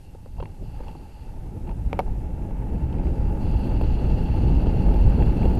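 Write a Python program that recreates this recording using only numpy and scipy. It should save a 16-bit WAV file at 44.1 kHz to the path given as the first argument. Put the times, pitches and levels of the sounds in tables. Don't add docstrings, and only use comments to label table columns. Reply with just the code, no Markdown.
import sys
import numpy as np
from scipy import signal
from scipy.fft import rfft, irfft, next_fast_len
from scipy.io import wavfile
from scipy.ndimage import uniform_filter1d

SR = 44100
rng = np.random.default_rng(int(sys.argv[2]) if len(sys.argv) > 2 else 0)


def master_out(mix):
    frames = np.transpose(np.atleast_2d(mix))
    ceiling = np.clip(frames, -1, 1)
    pcm = np.round(ceiling * 32767).astype(np.int16)
    wavfile.write(sys.argv[1], SR, pcm)


def nominal_scale(level):
    x = np.asarray(level, float) / 20
    return 10 ** x


N = 246519

# (time [s], share [1])
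SPEED = [(0, 0.22), (.7, 0.34), (1.3, 0.39), (2.0, 0.45), (2.7, 0.61), (3.5, 0.81), (4.2, 0.89), (5.0, 1),
         (5.59, 1)]
# (time [s], level over the steady wind [dB], half width [s])
GUSTS = [(.4, 13, 0.042), (.56, -6, 0.032), (.64, 8.5, 0.026), (.79, 2.5, 0.071), (1.09, -8, 0.17),
         (1.68, 4.5, 0.035), (1.84, 6, .07), (2.04, -12, 0.015), (2.08, 5, 0.12), (2.27, 2, 0.022),
         (2.52, -1, 0.015), (2.79, -2, 0.032), (2.85, 12.5, 0.012), (2.93, -2.5, 0.045), (2.97, 3.5, 0.047),
         (3.16, -6, 0.022), (3.27, 3.5, 0.028), (3.38, -4.5, 0.062), (3.65, -4, 0.072), (3.92, 1, 0.17),
         (4.0, -6.5, 0.034), (4.05, 1.5, 0.027), (4.23, -5.5, 0.023), (4.55, 2, 0.022), (4.6, -2, 0.033),
         (4.72, 0, .025), (5.06, 4, 0.041), (5.35, -4, 0.044), (5.53, -4, 0.057)]
# (time [s], half width [s], shake level [dB], small-eddy level [dB])
PATCHES = [(.3, 0.11, -2, -4.5), (.43, 0.037, 4, 3), (.63, 0.026, -1.5, 6.5), (.82, 0.09, 5, -1),
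           (1.17, 0.052, -1, -5), (1.55, 0.071, -0.5, 3.5), (1.69, 0.032, 3.5, 6.5),
           (1.96, 0.058, 7.5, 3.5), (2.75, 0.02, 1, 5.5), (3.4, 0.043, -2, -1.5), (3.66, 0.031, 0, 2.5),
           (4.3, 0.055, 0, -3), (4.48, 0.038, 1, 1.5), (5.2, 0.048, 1, 3), (5.441, 0.023, 3, 4)]

# (frequency [Hz], density [dB per Hz])
HISS = [(1500, 1), (4000, -2.5), (6500, -3.5), (9000, -3), (12000, -3), (13500, -5), (14500, -30)]
# (frequency [Hz], density [dB per Hz])
BRIGHT = [(7000, -9), (10000, -9), (12500, -9), (13800, -1), (14500, -15)]
# (time [s], peak level [dB])
SPITS = [(3.5895, -54), (3.8136, -53), (4.2337, -54), (4.8807, -55), (4.946, -52), (5.0094, -51),
         (5.0638, -53), (5.0962, -48), (5.1536, -54), (5.2314, -54), (5.2603, -52), (5.5512, -50)]
# (time [s], peak level [dB])
STONES = [(0.4354, -50), (0.4559, -41), (0.8024, -54), (1.5744, -60), (1.6711, -52), (1.6925, -44),
          (1.7114, -46), (2.9692, -41), (2.9841, -47), (3.0692, -42), (3.8132, -43), (4.3394, -47),
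          (4.9594, -38), (5.223, -39), (5.239, -39), (5.4191, -38), (5.4304, -38), (5.4535, -36),
          (5.5108, -34)]
# (frequency [Hz], density [dB per Hz])
STONE_SPECTRUM = [(800, -29), (1150, -2), (1600, -4), (2100, -5), (2600, 0), (3200, -33)]

# (time [s], body level [dB], thud level [dB], clack level [dB], ring time [s])
KNOCKS = [
    (1.93, -14, -19, -29.5, 0.021),
    (1.9914, -8, -17, -30, 0.038),
    (1.9955, -24, -34, -33.5, 0.027),
    (2.0036, -14.5, -45, -60, 0.014),
    (2.08, -35, -60, -64, 0.034),
]
# (frequency [Hz], level [dB], share of ring time [1])
THUD_MODES = [(470, -5.5, 2.3), (565, 5.5, 1.17), (670, -5, 0.8)]
BODY_MODES = [(735, -14, 0.96), (764, -3, 0.95), (890, -7, 1.1), (1120, -12, 0.6)]
CLACK_MODES = [(2180, -8, 0.34), (2270, 7.5, 0.47), (2570, 3.5, 0.3), (2960, -5, 0.37), (3380, -20, 0.93)]
TICK_MODES = [(4380, 8, 0.33), (4770, 1, 0.5), (5680, 4.5, 0.37), (6400, 7.5, 0.11), (7200, 4.5, .12),
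              (8650, 1, 0.089), (10000, 7, .08), (11400, 11, 0.064), (12800, -5, .08)]

# (time [s], body level [dB], thud level [dB], clack level [dB])
RATTLES = [(0.147, -39, -35, -68), (0.259, -45, -36, -70), (0.381, -30, -50, -61),
           (0.3995, -44, -29.5, -51), (0.4025, -36, -25, -49), (0.4252, -29, -24.5, -53),
           (0.435, -52, -39, -62), (0.455, -32.5, -41, -53), (0.803, -30, -29.5, -63),
           (0.842, -38, -44, -63), (0.865, -34, -39, -59), (0.881, -30.5, -37, -47), (0.911, -40, -40, -57),
           (0.95, -33, -35.5, -67), (1.461, -39, -54, -76), (1.673, -32, -36.5, -58),
           (1.693, -27, -48, -56), (1.712, -30, -43, -59), (1.859, -36, -41, -61), (2.112, -36, -41, -71)]
# (time [s], body level [dB], thud level [dB], clack level [dB])
SEAMS = [(2.824, -39, -46, -63), (2.926, -31, -40, -50.5), (2.966, -32, -54, -68), (2.982, -45, -52, -66),
         (3.07, -52, -45, -66), (3.545, -27, -42, -54), (3.811, -47, -22, -45), (4.259, -46, -35, -51),
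         (4.34, -40, -50, -60), (4.668, -36, -22, -43.5), (4.94, -46, -27, -45), (5.203, -24, -38, -49),
         (5.223, -34, -28, -42.5), (5.419, -39, -34, -49), (5.43, -25, -41, -45),
         (5.454, -22, -17.5, -42.5), (5.51, -28, -42, -60)]
# (frequency [Hz], width [Hz], level [dB])
MOUNT = [
    [(701, 136, -4.5), (858, 60, -6.5), (1160, 230, -35)],
    [(348, 250, 2.5), (486, 176, -2)],
    [(2250, 150, -22), (2710, 143, 7.5), (3270, 115, -2.5)],
    [(4340, 790, 7), (4700, 760, -12)],
]

# (start time [s], length [s], rub level [dB], whistle level [dB])
SQUEEZES = [
    (-.1, 0.19, -72, -81),
    (.2, 0.33, -76, -90),
    (0.604, .65, -70, -94),
    (2.7, .3, -74, -88),
    (3.01, 0.26, -72, -70.5),
    (3.388, 0.55, -60, -73.5),
    (3.785, 2.14, -58, -69),
]
# (frequency [Hz], width [Hz], level [dB])
RIM = [(2733, 315, 7), (3440, 280, 3.5), (4360, 990, 5.5), (4930, 770, 4.5), (5670, 200, -1),
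       (6980, 560, -3), (8600, 660, -4.5), (11600, 1100, -5)]
# (frequency [Hz], width [Hz], level [dB])
WHISTLE = [(4670, 530, 0)]

# (frequency [Hz], density [dB per Hz])
ROAD = [(500, 4.5), (700, -6.5), (950, -16), (1200, -7.5), (1600, -10.5), (2200, -18), (3200, -28),
        (4500, -70), (6000, -63)]
# (frequency [Hz], width [Hz], level [dB])
HOUSING = [(801, 178, 4), (871.7, 104, 9), (2180, 270, -26.5), (2657, 190, -12.5), (3430, 80, -52.5)]

# (frequency [Hz], density [dB per Hz])
EDDIES = [(70, -57), (110, -11), (160, -1), (250, -6), (400, -13), (600, -20.5), (800, -27.5), (1100, -45)]
# (frequency [Hz], density [dB per Hz])
BUFFET_SLOW = [(8, -42), (14, 0), (25, 3), (40, 6), (55, -4.5), (75, -1.5), (100, -2), (130, -10.5),
               (170, -11), (260, -76)]
BUFFET_FAST = [(8, -54), (14, -3.5), (25, 1), (38, -4.5), (48, 2), (60, 2), (70, -2.5), (85, -7.5),
               (110, -8.5), (130, -8.5), (170, -27.5), (260, -32)]


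def rms_one(x):
    return x / np.sqrt(np.mean(x ** 2) + 1e-20)


def in_time(rows):
    s, *columns = np.transpose(rows)
    return [np.interp(np.arange(N) / SR, s, c) for c in columns]


def swells(rows):
    t = np.arange(N) / SR
    return sum(db * np.exp(-((t - s) / width_s) ** 2) for s, db, width_s in rows)


def drift(rate):
    r = np.exp(-40 * np.pi * rate / SR)
    slow = signal.lfilter([1], [1, -2 * r, r * r], rng.standard_normal(N // 20 + 4002))[4000:]
    return np.interp(np.arange(N) / 20, np.arange(len(slow)), rms_one(slow))


def coloured(x, spectrum):
    size = next_fast_len(N)
    hz = np.fft.rfftfreq(size, 1 / SR) + 1
    points = np.array(spectrum)
    gain_db = np.interp(np.log(hz), np.log(points[:, 0]), points[:, 1], left=-90, right=-90)
    return rms_one(irfft(rfft(x, size) * nominal_scale(gain_db), size)[:N])


def resonate(x, peaks):
    out = 0
    for k, (hz, width_hz, level_db) in enumerate(peaks):
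        r = np.exp(-np.pi * width_hz / SR)
        b = (1 - r * r) / 2 * np.array([1, 0, -1])
        a = [1, -2 * r * np.cos(2 * np.pi * hz / SR), r * r]
        out = out + (-1) ** k * nominal_scale(level_db) * signal.lfilter(b, a, x)
    return out


def grit(per_s, noise):
    sizes = nominal_scale(1.5 * np.minimum(rng.exponential(1, N), 4))
    jolts = (rng.random(N) < per_s / SR) * sizes
    return rms_one(jolts * rng.choice([-1, 1], N)) + noise * rng.standard_normal(N)


def evened(x, span_s, share):
    size = int(span_s * SR)
    swell = uniform_filter1d(uniform_filter1d(x ** 2, size=size), size=size)
    return rms_one(x / (swell + 1e-3) ** (share / 2))


def puffs(events, spectrum, rise_s, trim_db):
    marks = np.zeros(N)
    marks[[round(s * SR) for s, db in events]] = nominal_scale(np.array(events)[:, 1] + trim_db)
    t = np.arange(800) / SR / rise_s
    return np.convolve(marks, t * np.exp(1 - t))[:N] * coloured(rng.standard_normal(N), spectrum)


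def ride():
    speed = np.clip(in_time(SPEED)[0], 0.05, 1.2)
    decades = np.log10(speed)
    gust_db = swells(GUSTS)
    stir_db = swells([(s, db, width_s) for s, width_s, _, db in PATCHES])
    rough_db = swells([(s, db, width_s) for s, width_s, db, _ in PATCHES])
    buffet_db = -16.5 + 37.8 * decades + gust_db
    eddy_db = -25.5 + 42.7 * decades + 0.51 * (1 - speed) * gust_db + stir_db
    shake_db = -40 + 33.6 * decades + rough_db
    return buffet_db, eddy_db, shake_db


def hiss(eddy_db):
    level_db = -65.5 + 0.05 * (eddy_db + 39.0) + 0.89 * drift(5.1)
    return nominal_scale(level_db) * coloured(rng.standard_normal(N), HISS)


def bright_noise(eddy_db):
    level_db = 1.55 * eddy_db - 27.5 + 2.0 * drift(4.6)
    return nominal_scale(level_db) * coloured(rng.standard_normal(N), BRIGHT)


def spits():
    air = puffs(SPITS, BRIGHT, rise_s=0.0017, trim_db=-3.5)
    stones = puffs(STONES, STONE_SPECTRUM, rise_s=0.00058, trim_db=-1.0)
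    return air + stones


def rattles():
    hits = [(*row, 0.0038) for row in RATTLES] + [(*row, 0.0033) for row in SEAMS]
    out, luck = np.zeros(N + 1500), rng.standard_normal((len(hits), 1500))
    t = np.arange(1500) / SR
    for (s, *group_db, contact_s), rough in zip(hits, luck):
        tick_db = -31.5 + 0.48 * group_db[-1]
        rise = t / np.clip(0.26 * contact_s, 0.0002, 0.006)
        push = rise * np.exp(1 - rise) * rough
        for level_db, peaks in zip([*group_db, tick_db], MOUNT):
            for hz, width_hz, db in peaks:
                skirt = [(hz, 2.65 * width_hz, 0)]
                ring = resonate(push, [(hz, width_hz, 0)])
                ring = resonate(resonate(ring, skirt), skirt)
                out[round(s * SR):][:1500] += nominal_scale(level_db + db - 4.5) * ring / np.abs(ring).max()
    return out[:N]


def knocks():
    out, luck = np.zeros(N + 4000), rng.standard_normal((len(KNOCKS), 24))
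    t = np.arange(4000) / SR
    for (s, body_db, thud_db, clack_db, ring_s), dice in zip(KNOCKS, luck):
        groups = [(BODY_MODES, body_db), (THUD_MODES, thud_db), (CLACK_MODES, clack_db),
                  (TICK_MODES, body_db - 33)]
        modes = [(hz, db + group_db, share) for group, group_db in groups for hz, db, share in group]
        for (hz, db, share), chance in zip(modes, dice):
            ring = np.sin(2 * np.pi * hz * (1 + 0.01 * chance) * t)
            decay = nominal_scale(-60 * t / max(ring_s * share, 0.001))
            onset = 1 - np.exp(-t * hz / 0.45)
            out[round(s * SR):][:4000] += nominal_scale(db - 1.5 + 1.1 * chance) * ring * decay * onset
    return out[:N]


def brake():
    t = np.arange(N) / SR
    grip_s, let_go_s = 0.03, 0.12
    held = []
    for s, length_s, *_ in SQUEEZES:
        release = np.exp(-np.maximum(t - s - length_s, 0) / let_go_s)
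        held.append(np.clip((t - s) / grip_s, 0, 1) * release)
    levels = nominal_scale(np.transpose(SQUEEZES)[2:] + 5.0)
    rub, song = (np.max(level[:, None] * held, axis=0) for level in levels)
    scratch = grit(2500.0, noise=0.73) * nominal_scale(1.1 * drift(30.0))
    rubbing = rms_one(resonate(resonate(scratch, RIM), RIM))
    singing = rms_one(resonate(resonate(scratch, WHISTLE), WHISTLE))
    return rub * rubbing + song * singing


def road(shake_db, gust):
    jolts = grit(900.0, noise=0.95) * nominal_scale(0.71 * gust + 0.69 * drift(49.0))
    fork = nominal_scale(-3.0) * coloured(jolts, ROAD)
    housing = nominal_scale(19.5) * resonate(rms_one(jolts), HOUSING)
    return nominal_scale(shake_db) * rms_one(fork + housing)


def wind(buffet_db, eddy_db, gust):
    air = rng.standard_normal(N) * nominal_scale(0.83 * drift(3.0))
    speed = in_time(SPEED)[0]
    thump = (1 - speed) * coloured(air, BUFFET_SLOW) + speed * coloured(air, BUFFET_FAST)
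    lumps = rng.standard_normal(N) * nominal_scale(1.3 * gust + 2.12 * drift(4.4))
    flutter = coloured(lumps, EDDIES)
    large = nominal_scale(buffet_db) * evened(thump, 0.071, share=0.31)
    small = nominal_scale(eddy_db) * evened(flutter, 0.033, share=0.45)
    return large + small


def scene():
    buffet_db, eddy_db, shake_db = ride()
    gust = drift(48.0)
    background = hiss(eddy_db) + bright_noise(eddy_db) + spits()
    contacts = rattles() + knocks() + brake()
    return (background + contacts + road(shake_db, gust) + wind(buffet_db, eddy_db, gust))[None]


def thinned(x, from_hz, edge_hz, band_hz, hole_db):
    hz, _, frames = signal.stft(x, SR, "cosine", nperseg=2048)
    loud_db = 10 * np.log10(np.sum(np.abs(frames) ** 2, axis=0) + 1e-12)
    band = (hz / band_hz).astype(int)
    treble = np.clip(hz / from_hz - 1, 0, 1.3)[:, None]
    odds = np.clip(0.012 * (loud_db + 37.0), 0.03, 0.6) * treble
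    dice = rng.random((400, frames.shape[1]))
    edge = edge_hz + 1000.0 * (dice[-1] - 0.5)
    keep = np.where((dice[band] < odds) | (hz[:, None] > edge), nominal_scale(hole_db), 1)
    return signal.istft(frames * keep, SR, "cosine", nperseg=2048)[1][:N]


def roll_off(x):
    return signal.sosfilt(signal.butter(12, 14030, fs=SR, output="sos"), x)


def record(dry):
    rounded = 1.458 * np.tanh(dry[0] / 1.536) + 0.0034
    mix = thinned(rounded, from_hz=3800, edge_hz=13300, band_hz=170, hole_db=-20)[None]
    return roll_off(mix)


dry = scene()
out = record(dry)
master_out(out)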